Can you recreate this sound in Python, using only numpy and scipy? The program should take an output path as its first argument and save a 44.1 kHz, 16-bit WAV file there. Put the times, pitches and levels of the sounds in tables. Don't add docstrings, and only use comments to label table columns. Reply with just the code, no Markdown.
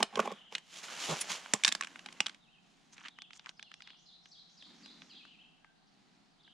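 import sys
import numpy as np
from scipy import signal
from scipy.fft import rfft, irfft
from scipy.io import wavfile

SR = 44100
rng = np.random.default_rng(int(sys.argv[2]) if len(sys.argv) > 2 else 0)


def digitize_waveform(pressure):
    field = np.atleast_2d(pressure).T
    bounded = np.clip(field, -1, 1)
    quanta = np.round(bounded * 32767).astype(np.int16)
    wavfile.write(sys.argv[1], SR, quanta)


N = 287952
TIME = np.arange(N) / SR
HIT_TIME = np.arange(SR // 8) / SR


def from_db(db):
    return 10 ** (np.asarray(db) / 20)


def rms_one(x):
    return x / np.sqrt(np.mean(x ** 2) + 1e-30)


def unit_hit(x):
    return x / np.sqrt(np.sum(x ** 2) / 2 / (SR / 100) + 1e-30)


def at_hz(points, hz):
    point_hz, value = np.transpose(points)
    return np.interp(np.log(hz + 1), np.log(point_hz), value)


def band(x, low_hz, high_hz, order=2):
    low = np.clip(low_hz, 10, .4 * SR)
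    high = np.clip(high_hz, 1.05 * low, .45 * SR)
    return signal.sosfilt(signal.butter(order, [low, high], "band", fs=SR, output="sos"), x)


def add(out, s, sound):
    i = max(0, round(s * SR))
    out[:, i:i + sound.shape[1]] += sound[:, :max(0, N - i)]


def drift(rate):
    steps = rng.standard_normal(N // 20)
    return np.interp(TIME * rate, np.arange(len(steps)), steps)


def noise(spectrum, likeness, grain_db=0.):
    hz = np.arange(N // 2 + 1) * SR / N
    grains = from_db(grain_db * drift(700))
    mid, side = rfft(rng.standard_normal((2, N)) * grains)
    alike = np.clip(at_hz(likeness, hz), -1, 1)
    both = np.sqrt(1 + alike) * mid + np.sqrt(1 - alike) * side * [[1], [-1]]
    return rms_one(irfft(both * from_db(at_hz(spectrum, hz)), N))


def strokes(rows):
    power = 0
    for s, rise, hold, fall, *db in rows:
        before = (s - TIME) / max(rise, 1e-3)
        after = (TIME - s - hold) / max(fall, 1e-3)
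        shape = from_db(-20 * np.clip(np.maximum(before, after), 0, 10))
        power = power + from_db(db)[:, None] ** 2 * shape ** 2
    return np.sqrt(power)


def burst(length_s, side):
    mid, apart = rng.standard_normal((2, len(HIT_TIME)))
    return (mid + side * apart * [[1], [-1]]) / (1 + (HIT_TIME / length_s) ** 4) ** .75


def ring(modes, uneven_db, skew):
    hz, db, t60 = np.transpose(modes)[:, :, None]
    strength = from_db(db + uneven_db * rng.standard_normal(hz.shape)) * rng.choice([-1, 1], hz.shape)
    phase = skew * rng.standard_normal((2,) + hz.shape)
    tone = np.sin(2 * np.pi * hz * HIT_TIME + phase)
    return np.sum(strength * from_db(-60 * HIT_TIME / t60) * tone, axis=1)


RATTLE_S = .0024


def click(body_modes, ring_hz, octaves, thud_db, crack_db, rattle_db, modes_db):
    pulse = np.zeros((2, len(HIT_TIME)))
    pulse[:, 0] = 1
    rattle = unit_hit(burst(RATTLE_S, side=0.95))
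    modes = unit_hit(ring(body_modes, uneven_db=2, skew=.3))
    wall = unit_hit(pulse) + from_db(rattle_db) * rattle + from_db(modes_db) * modes

    spread = 2 ** (octaves / 2)
    ringing = band(wall, ring_hz / spread, ring_hz * spread)
    body = unit_hit(band(ringing, 520, 4800))

    flex = wall * (1 - np.exp(-HIT_TIME / 0.00064))
    thud = unit_hit(band(flex, 160, 340) + band(flex, 520, 1200))

    swell = unit_hit(burst(.003, side=.75) * (1 - np.exp(-HIT_TIME / .0015)))
    splinters = swell + 0.45 * wall
    crack = unit_hit(band(splinters, 5000, 8600, order=3) + 0.065 * band(splinters, 7900, 14500))
    return body + from_db(thud_db) * thud + from_db(crack_db) * crack


def scatter(x, t60, low_hz, high_hz, side):
    t = TIME[:SR]
    mid, apart = rng.standard_normal((2, SR))
    echoes = band(mid + side * apart * [[1], [-1]], low_hz, high_hz)
    echoes = echoes * from_db(-60 * t / t60) * (1 - np.exp(-t / 0.0074))
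    echoes /= np.sqrt(np.sum(echoes ** 2) / 2 * SR / 2 / (high_hz - low_hz))
    return signal.fftconvolve(x[None], echoes, axes=1)[:, :N]


# frequency [Hz], level_db [dB], t60 [s]
LID_MODES = [(1114, -1.5, 0.043), (1726, 2, 0.02), (3630, 1.5, 0.017), (3690, 0.5, .028), (4060, -2, 0.026),
             (6100, -6, .02), (6845, -1, .03), (7100, -3.5, 0.029)]
# start_s [s], level_db [dB], ring_hz [Hz], ring_width [octaves], thud_db [dB], crack_db [dB]
LID_SNAPS = [(1.536, -26, 2322, 2.4, -1.5, 1), (1.6364, -29, 2696, 1.1, -14, -5),
             (1.648, -20, 3617, 1.3, -19, -11), (1.6508, -27.5, 2714, 2.6, -20.5, -4),
             (1.6622, -35.5, 2400, 1.8, -13, -6), (1.6703, -35, 1800, 1.6, -20.5, -4.5),
             (1.6784, -25, 3128, 2.0, -14.5, -6.5), (1.6816, -34, 1800, 1.5, -19, -1),
             (1.6885, -32, 3235, 1.9, -12.5, -9), (1.723, -30.5, 2940, 2.2, -14, -3.5),
             (1.7504, -33, 2680, 3.15, -10.5, -7.5), (1.8098, -32.5, 1545, 1.43, -25, -8.5)]


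def lid():
    out = np.zeros((2, N))
    for s, db, hz, octaves, thud_db, crack_db in LID_SNAPS:
        snap = click(LID_MODES, hz, octaves, thud_db, crack_db, rattle_db=5.0, modes_db=-5.0)
        add(out, s, from_db(db) * snap)
    return out


# frequency [Hz], level_db [dB], t60 [s]
TUB_MODES = [(836, -4.5, 0.043), (1150, 1.5, .016), (1570, 3, .022), (2494, -2.5, .025), (2894, -3, 0.045),
             (3195, 2, 0.02), (3720, -1, 0.015), (5270, -5.5, 0.0067), (5800, 0, .02)]
# start_s [s], level_db [dB], ring_hz [Hz], ring_width [octaves], thud_db [dB], crack_db [dB]
TUB_POPS = [(0.028, -22.5, 2403, 3.7, -5.5, -9), (0.1564, -35, 2054, 3, -3.5, -12.5),
            (0.551, -31.5, 2730, 1.16, -22, -13.5), (2.0606, -42.5, 2160, 1.64, -5.5, -13),
            (2.2042, -24, 2930, 1.17, -11.5, -11), (2.2613, -38, 2680, 2.4, -12, -21),
            (2.2659, -33, 3180, 1.3, -16, -12.5)]
# start_s [s], level_db [dB], ring_hz [Hz], hardness_db (crack level) [dB]
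LIGHT_TICKS = [(0.5818, -45.5, 2470, -9), (1.46, -46, 1320, -21), (1.7178, -40.5, 2100, -15),
               (1.824, -39, 1970, -24), (1.835, -40.5, 2020, -13), (1.846, -42.5, 2140, -10),
               (1.8712, -46.5, 1940, -9.5), (1.9584, -45.5, 1720, -22), (1.9925, -48.5, 2605, -13),
               (2.087, -47, 1720, -24), (2.1257, -51.5, 2650, -6.5), (2.2828, -50, 1930, -8),
               (2.295, -45, 2580, -15), (2.346, -54.5, 2310, -14), (2.9804, -53, 2100, -22),
               (3.052, -48.5, 1840, -29), (3.0693, -54, 2160, -20), (3.395, -50.5, 2750, -23),
               (3.468, -50, 1310, -27), (3.874, -50.5, 2390, -27), (3.9037, -54, 2530, -37),
               (4.257, -55.5, 2350, -18), (4.624, -54, 2750, -20), (4.8596, -51.5, 3120, -16),
               (5.0194, -50.5, 2900, -22), (5.2518, -56, 1470, -21), (5.6455, -57.5, 1240, -28),
               (6.478, -62.5, 1300, -27)]


def tub():
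    out = np.zeros((2, N))
    for s, db, hz, octaves, thud_db, crack_db in TUB_POPS:
        pop = click(TUB_MODES, hz, octaves, thud_db, crack_db, rattle_db=3.5, modes_db=-6.0)
        add(out, s, from_db(db) * pop)
    for s, db, hz, hardness_db in LIGHT_TICKS:
        tick = click(TUB_MODES, hz, octaves=1.4, thud_db=-12.5, crack_db=hardness_db,
                     rattle_db=4.5, modes_db=-9.5)
        add(out, s, from_db(db) * tick)
    return out


# frequency [Hz], level_db [dB], t60 [s]
CREAK_RESONANCES = [(336, -18.5, 0.04), (429, 1.5, 0.031), (543, -6, 0.025), (690, -4.5, 0.03),
                    (820, -0.5, 0.04), (1060, -0.5, 0.024), (1150, -0.5, 0.025), (1520, -10, 0.015),
                    (2300, -11, 0.014)]
# start_s [s], length_s [s], creak_db [dB], bump_db [dB], crackle_db [dB]
PLASTIC_CREAKS = [(0.001, 0.0056, -33.5, -39, -45), (0.024, 0.0074, -33.5, -51.5, -48),
                  (0.125, 0.053, -44.5, -54, -57.5), (0.171, 0.0058, -31, -40, -47),
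                  (0.191, 0.006, -23, -45.5, -40), (0.198, 0.005, -33, -40, -36),
                  (0.23, 0.043, -41, -51, -57), (0.254, 0.0057, -37.5, -49.5, -47),
                  (0.273, 0.0027, -34.5, -47, -50), (0.303, 0.0051, -42.5, -62, -70),
                  (0.316, 0.0081, -40.5, -47.5, -49), (0.522, 0.0057, -49.5, -68, -50),
                  (1.535, 0.014, -36, -48.5, -42)]


def creaks():
    out = np.zeros((2, N))
    for s, length, creak_db, bump_db, crackle_db in PLASTIC_CREAKS:
        slips = burst(length, side=0.081)
        resonance = ring(CREAK_RESONANCES, uneven_db=2.0, skew=0.1)
        rung = signal.fftconvolve(slips, resonance, axes=1)[:, :len(HIT_TIME)]
        creak = unit_hit(band(rung, 320, 2500))
        bump = unit_hit(band(burst(0.009, side=0.17), 190, 240))
        grit = burst(length, side=0.47) * from_db(18 * rng.standard_normal(len(HIT_TIME)))
        crackle = unit_hit(band(grit, 2050, 3600) + 0.35 * band(grit, 3200, 6500))
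        add(out, s, from_db(creak_db) * creak + from_db(bump_db) * bump + from_db(crackle_db) * crackle)
    return out * from_db([[-1.1], [1.1]])


# frequency [Hz], likeness [1 = same in both ears]
CLOSE_LIKENESS = [(150, 0.94), (450, 0.74), (1600, 0.79), (3400, 1), (7000, 0.69), (11000, 0.25)]
# start_s [s], rise_s [s], hold_s [s], fall_s [s], rustle_db [dB], hiss_db [dB]
CLOTH_RUBS = [(0.003, 0.022, 0.0072, 0.035, -45, -53), (0.22, 0.17, 0.036, 0.19, -48, -59.5),
              (0.53, 0.027, 0.021, 0.071, -54.5, -60), (0.765, 0.11, 0.031, 0.045, -55.5, -51.5),
              (0.84, .03, 0.0061, 0.099, -48, -48), (0.9, 0.08, 0.29, 0.76, -49, -52.5),
              (1.025, .11, 0.11, 0.15, -47, -43.5), (1.304, 0.035, 0.014, 0.085, -41, -40),
              (1.56, 0.5, 0.725, 0.13, -63.5, -69.5), (2.66, 0.11, 0.33, 0.3, -99, -78.5),
              (4.7, .5, 0.34, 0.34, -75.5, -76.5), (5.95, .2, 0.13, 0.77, -89.5, -86)]
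# frequency [Hz], level_db [dB per Hz]
RUSTLE_COLOUR = [(60, -27.5), (120, -19.5), (170, -5.5), (300, -6.5), (650, -2), (1100, 0.5), (1900, -2),
                 (3000, -4.5), (4500, -22), (9000, -48)]
# frequency [Hz], level_db [dB per Hz]
HISS_COLOUR = [(600, -23), (1800, -3), (3000, 5), (4500, 0.5), (7000, 1), (8500, -9.5), (10000, -9),
               (11500, -19), (14000, -23.5), (16000, -38)]
# start_s [s], rise_s [s], hold_s [s], fall_s [s], level_db [dB]
ARM_BUMP = [(1.092, 0.017, 0.05, 0.011, -36.5)]
# start_s [s], rise_s [s], hold_s [s], fall_s [s], level_db [dB]
BRIGHT_SCUFF = [(1.213, .01, 0.0028, 0.013, -30)]
# frequency [Hz], level_db [dB per Hz]
SCUFF_SPECTRUM = [(100, -58), (2000, -8.5), (4300, -11), (7000, -3), (8400, -10.5), (9700, 4),
                  (10800, -16.5), (15000, -28)]


def cloth():
    rustle, hiss = strokes(CLOTH_RUBS)
    out = from_db(-0.5) * rustle * noise(RUSTLE_COLOUR, CLOSE_LIKENESS, grain_db=3.5)
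    out += from_db(3.0) * hiss * noise(HISS_COLOUR, CLOSE_LIKENESS, grain_db=2.5)
    bump_colour = [(110, -40.5), (152, -2.5), (210, -22.5), (500, -15.0), (1200, -18.5), (4000, -70.0)]
    out += strokes(ARM_BUMP) * noise(bump_colour, CLOSE_LIKENESS)
    return out + strokes(BRIGHT_SCUFF) * noise(SCUFF_SPECTRUM, CLOSE_LIKENESS)


# start_s [s], rise_s [s], hold_s [s], fall_s [s],
# grit_db (gritty hiss) [dB], scrape_db (on the tub) [dB]
SOIL_SCRATCHES = [(2.935, 0.021, 0.0079, 0.015, -60, -61), (2.97, 0.017, 0.071, 0.027, -71, -58),
                  (3.05, 0.046, 0.022, 0.027, -66, -48), (3.355, 0.032, 0.018, 0.012, -58, -65.5),
                  (3.465, 0.083, 0.043, 0.012, -68.5, -62), (3.87, 0.063, 0.017, 0.096, -83, -64.5)]


def soil():
    grit, scrape = strokes(SOIL_SCRATCHES)
    grit_colour = [(1500, -37.0), (4000, -9.0), (6500, 1), (9000, -14.0), (14000, -43)]
    scrape_colour = [(300, -37), (900, 6.5), (1800, 7.5), (2900, 7.5), (4200, -2.5), (9000, -51)]
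    out = grit * noise(grit_colour, CLOSE_LIKENESS, grain_db=5.5)
    return out + scrape * noise(scrape_colour, CLOSE_LIKENESS, grain_db=8.0)


# in_s [s], out_s [s], level_db [dB]
FINGER_POKES = [(3.057, 3.084, -44), (3.187, 3.22, -45.5), (3.307, 3.333, -49.5), (3.46, 3.4928, -42),
                (3.595, 3.6274, -45), (3.716, 3.7408, -47), (3.805, 3.8216, -49.5)]


def pokes():
    out = np.zeros((2, N))
    for in_s, out_s, db in FINGER_POKES:
        wall_in = click(TUB_MODES, ring_hz=1720, octaves=1.47, thud_db=-15.5, crack_db=-22,
                        rattle_db=5.5, modes_db=-27)
        wall_out = click(TUB_MODES, ring_hz=3440, octaves=1.5, thud_db=-15.5, crack_db=-15,
                         rattle_db=-7.5, modes_db=-12.5)
        add(out, in_s, from_db(db - 4) * wall_in)
        add(out, out_s, from_db(db - 3.1) * wall_out)
    return out


# start_s [s], rise_s [s], hold_s [s], fall_s [s], level_db [dB]
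HAND_PRESSES = [(1.72, 0.28, 0.61, 0.067, -64.5), (2.66, 0.084, 0.45, 0.32, -72),
                (4.68, 0.14, 0.37, 0.65, -62.5), (5.97, 0.17, 0.2, 0.93, -72)]
# frequency [Hz], level_db [dB per Hz]
PRESS_SPECTRUM = [(110, -31.5), (170, -2), (270, 1), (480, -18), (2000, -15.5), (7000, -25), (13000, -55)]


def pressing():
    return strokes(HAND_PRESSES) * noise(PRESS_SPECTRUM, CLOSE_LIKENESS, grain_db=3.5)


# frequency [Hz], side_gain_db [dB]
HIT_WIDTH = [(200, -14.5), (900, -2), (1700, 0), (3400, -11), (7000, 1), (11000, 4.5)]


def widen(x):
    hz = np.arange(N + 1) * SR / (2 * N)
    side = rfft((x[0] - x[1]) / 2, 2 * N) * from_db(at_hz(HIT_WIDTH, hz))
    return x.mean(0) + irfft(side)[:N] * [[1], [-1]]


BUZZ_HZ = 3600
FLUTTER_DB, FLUTTER_PER_S = 4, 90


def whistle(glide_hz, edge_s, buzz_share):
    t = TIME[:len(glide_hz)]
    buzz, flutter = drift(500)[:len(t)], drift(FLUTTER_PER_S)[:len(t)]
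    pitch = glide_hz * (1 + buzz_share * (glide_hz / BUZZ_HZ) ** 2 * buzz)
    fade = np.sin(np.pi / 2 * np.minimum(np.minimum(t, t[-1] - t) / edge_s, 1))
    strength = np.sqrt(2) * fade * rms_one(from_db(FLUTTER_DB * flutter))
    return (strength * np.sin(2 * np.pi * np.cumsum(pitch) / SR))[None]


# delay_s [s], length_s [s], from_hz [Hz], to_hz [Hz], level_db [dB]
SLUR_PARTS = [(-.09, .085, 5300, 6300, -14), (0, .054, 5100, 3200, -1.5), (.054, .04, 3200, 4400, -1)]
# start_s [s], level_db [dB]
SLUR_SONG = [(3.566, -62.5), (3.81, -60), (4.055, -58), (4.311, -55.5), (4.57, -56), (4.825, -56),
             (5.092, -56)]


def slurring_bird():
    out = np.zeros((1, N))
    for s, db in SLUR_SONG:
        for delay, length, from_hz, to_hz, part_db in SLUR_PARTS:
            glide = np.linspace(from_hz, to_hz, round(length * SR))
            part = whistle(glide, edge_s=0.0074, buzz_share=.047)
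            add(out, s + delay, from_db(db + part_db) * part)
    return out[0]


# start_s [s], length_s [s], level_db [dB], centre_hz [Hz],
# swing_rate [per s], swing_hz [Hz], starting_lift_hz [Hz], buzz [share of pitch at BUZZ_HZ]
BIRD_PHRASES = [(0.234, 0.11, -60, 3414, 15, 172, 3, 0.07), (0.352, 0.19, -63.5, 3010, 10, 65, 238, 0.093),
                (2.403, 0.041, -70.5, 3710, 8.6, 133.5, 2, 0.02),
                (2.432, 0.16, -70.5, 2840, 10.5, 322, 501, 0.023),
                (3.089, 0.1, -69, 3430, 4.4, 443, -3, 0.085),
                (3.176, 0.074, -59.5, 3186, 9.8, -250, -2, 0.048),
                (3.22, 0.043, -63.5, 2960, 11, 419, -6, 0.028),
                (3.633, 0.067, -65, 2976, 10.4, 305, 494, 0.037),
                (3.833, 0.13, -64.5, 3050, 10.7, 334, 494, 0.036),
                (5.093, 0.15, -61.5, 2947, 12.4, 440, -150, 0.035),
                (5.212, 0.095, -65.5, 2877, 13.5, 119.5, -750, 0.035),
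                (5.307, 0.051, -63, 2690, 8.3, 350, 8, 0.025),
                (5.387, 0.082, -62.5, 2916, 17.5, -280, -55, 0.028),
                (5.619, .12, -76, 1590, 6.6, 30, -2, .12), (5.749, .6, -81, 4510, 7.4, 298, -600, .08),
                (6.379, 0.062, -72, 3540, 17.8, -200, -0.5, 0.094),
                (6.43, 0.102, -65.5, 3100, 20, 258, 1102, 0.119)]
LIFT_S = 0.024


def warbling_birds():
    out = np.zeros((1, N))
    for s, length, db, centre_hz, rate, swing_hz, lift_hz, buzz in BIRD_PHRASES:
        t = TIME[:round(length * SR)]
        lift = lift_hz * np.exp(-t / LIFT_S)
        swing = swing_hz * np.cos(2 * np.pi * rate * t)
        add(out, s, from_db(db) * whistle(centre_hz + lift + swing, edge_s=0.0045, buzz_share=buzz))
    return out[0]


BIRD_ECHO_SIDE = 0.65


def birds():
    slurs, warble = slurring_bird(), warbling_birds()
    direct = from_db(-3.5) * slurs + from_db(-1.0) * warble
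    foliage = from_db(-7.0) * scatter(slurs, 0.15, 1500, 8000, BIRD_ECHO_SIDE)
    echoes = from_db(-0.5) * scatter(slurs + from_db(-1.5) * warble, 0.8, 1200, 8000, BIRD_ECHO_SIDE)
    return direct + foliage + echoes


# frequency [Hz], level_db [dB per Hz]
AIR_COLOUR = [(15, -40), (25, -2.5), (90, -19.5), (167, 3), (301, -7.5), (558, -17), (749, -5),
              (952, -12.5), (2370, -18), (3900, -15.5), (5200, -23), (10000, -33.5), (11200, -53)]
# frequency [Hz], likeness [1 = same in both ears]
AIR_WIDTH = [(30, .4), (150, 0.042), (8000, 0.076)]


def open_air():
    return from_db(-69) * noise(AIR_COLOUR, AIR_WIDTH)


NEAR_PAN_DB = -1.5


def scene():
    bass_cut = signal.butter(4, 140, "high", fs=SR, output="sos")
    hits = signal.sosfilt(bass_cut, lid() + tub() + creaks())
    slab = from_db(-18.5) * scatter(hits.mean(0), 0.11, 290, 12000, side=0.46)
    trees = from_db(-25.5) * scatter(hits.mean(0), 0.36, 270, 8100, side=0.53)
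    near = widen(hits + slab) + cloth() + soil() + pokes() + pressing()
    panned = near * from_db([[NEAR_PAN_DB / 2], [-NEAR_PAN_DB / 2]])
    return panned + trees + birds() + open_air()


def record(dry):
    return signal.sosfilt(signal.ellip(10, .1, 80, 15500, fs=SR, output="sos"), dry)


dry = scene()
out = record(dry)
digitize_waveform(out)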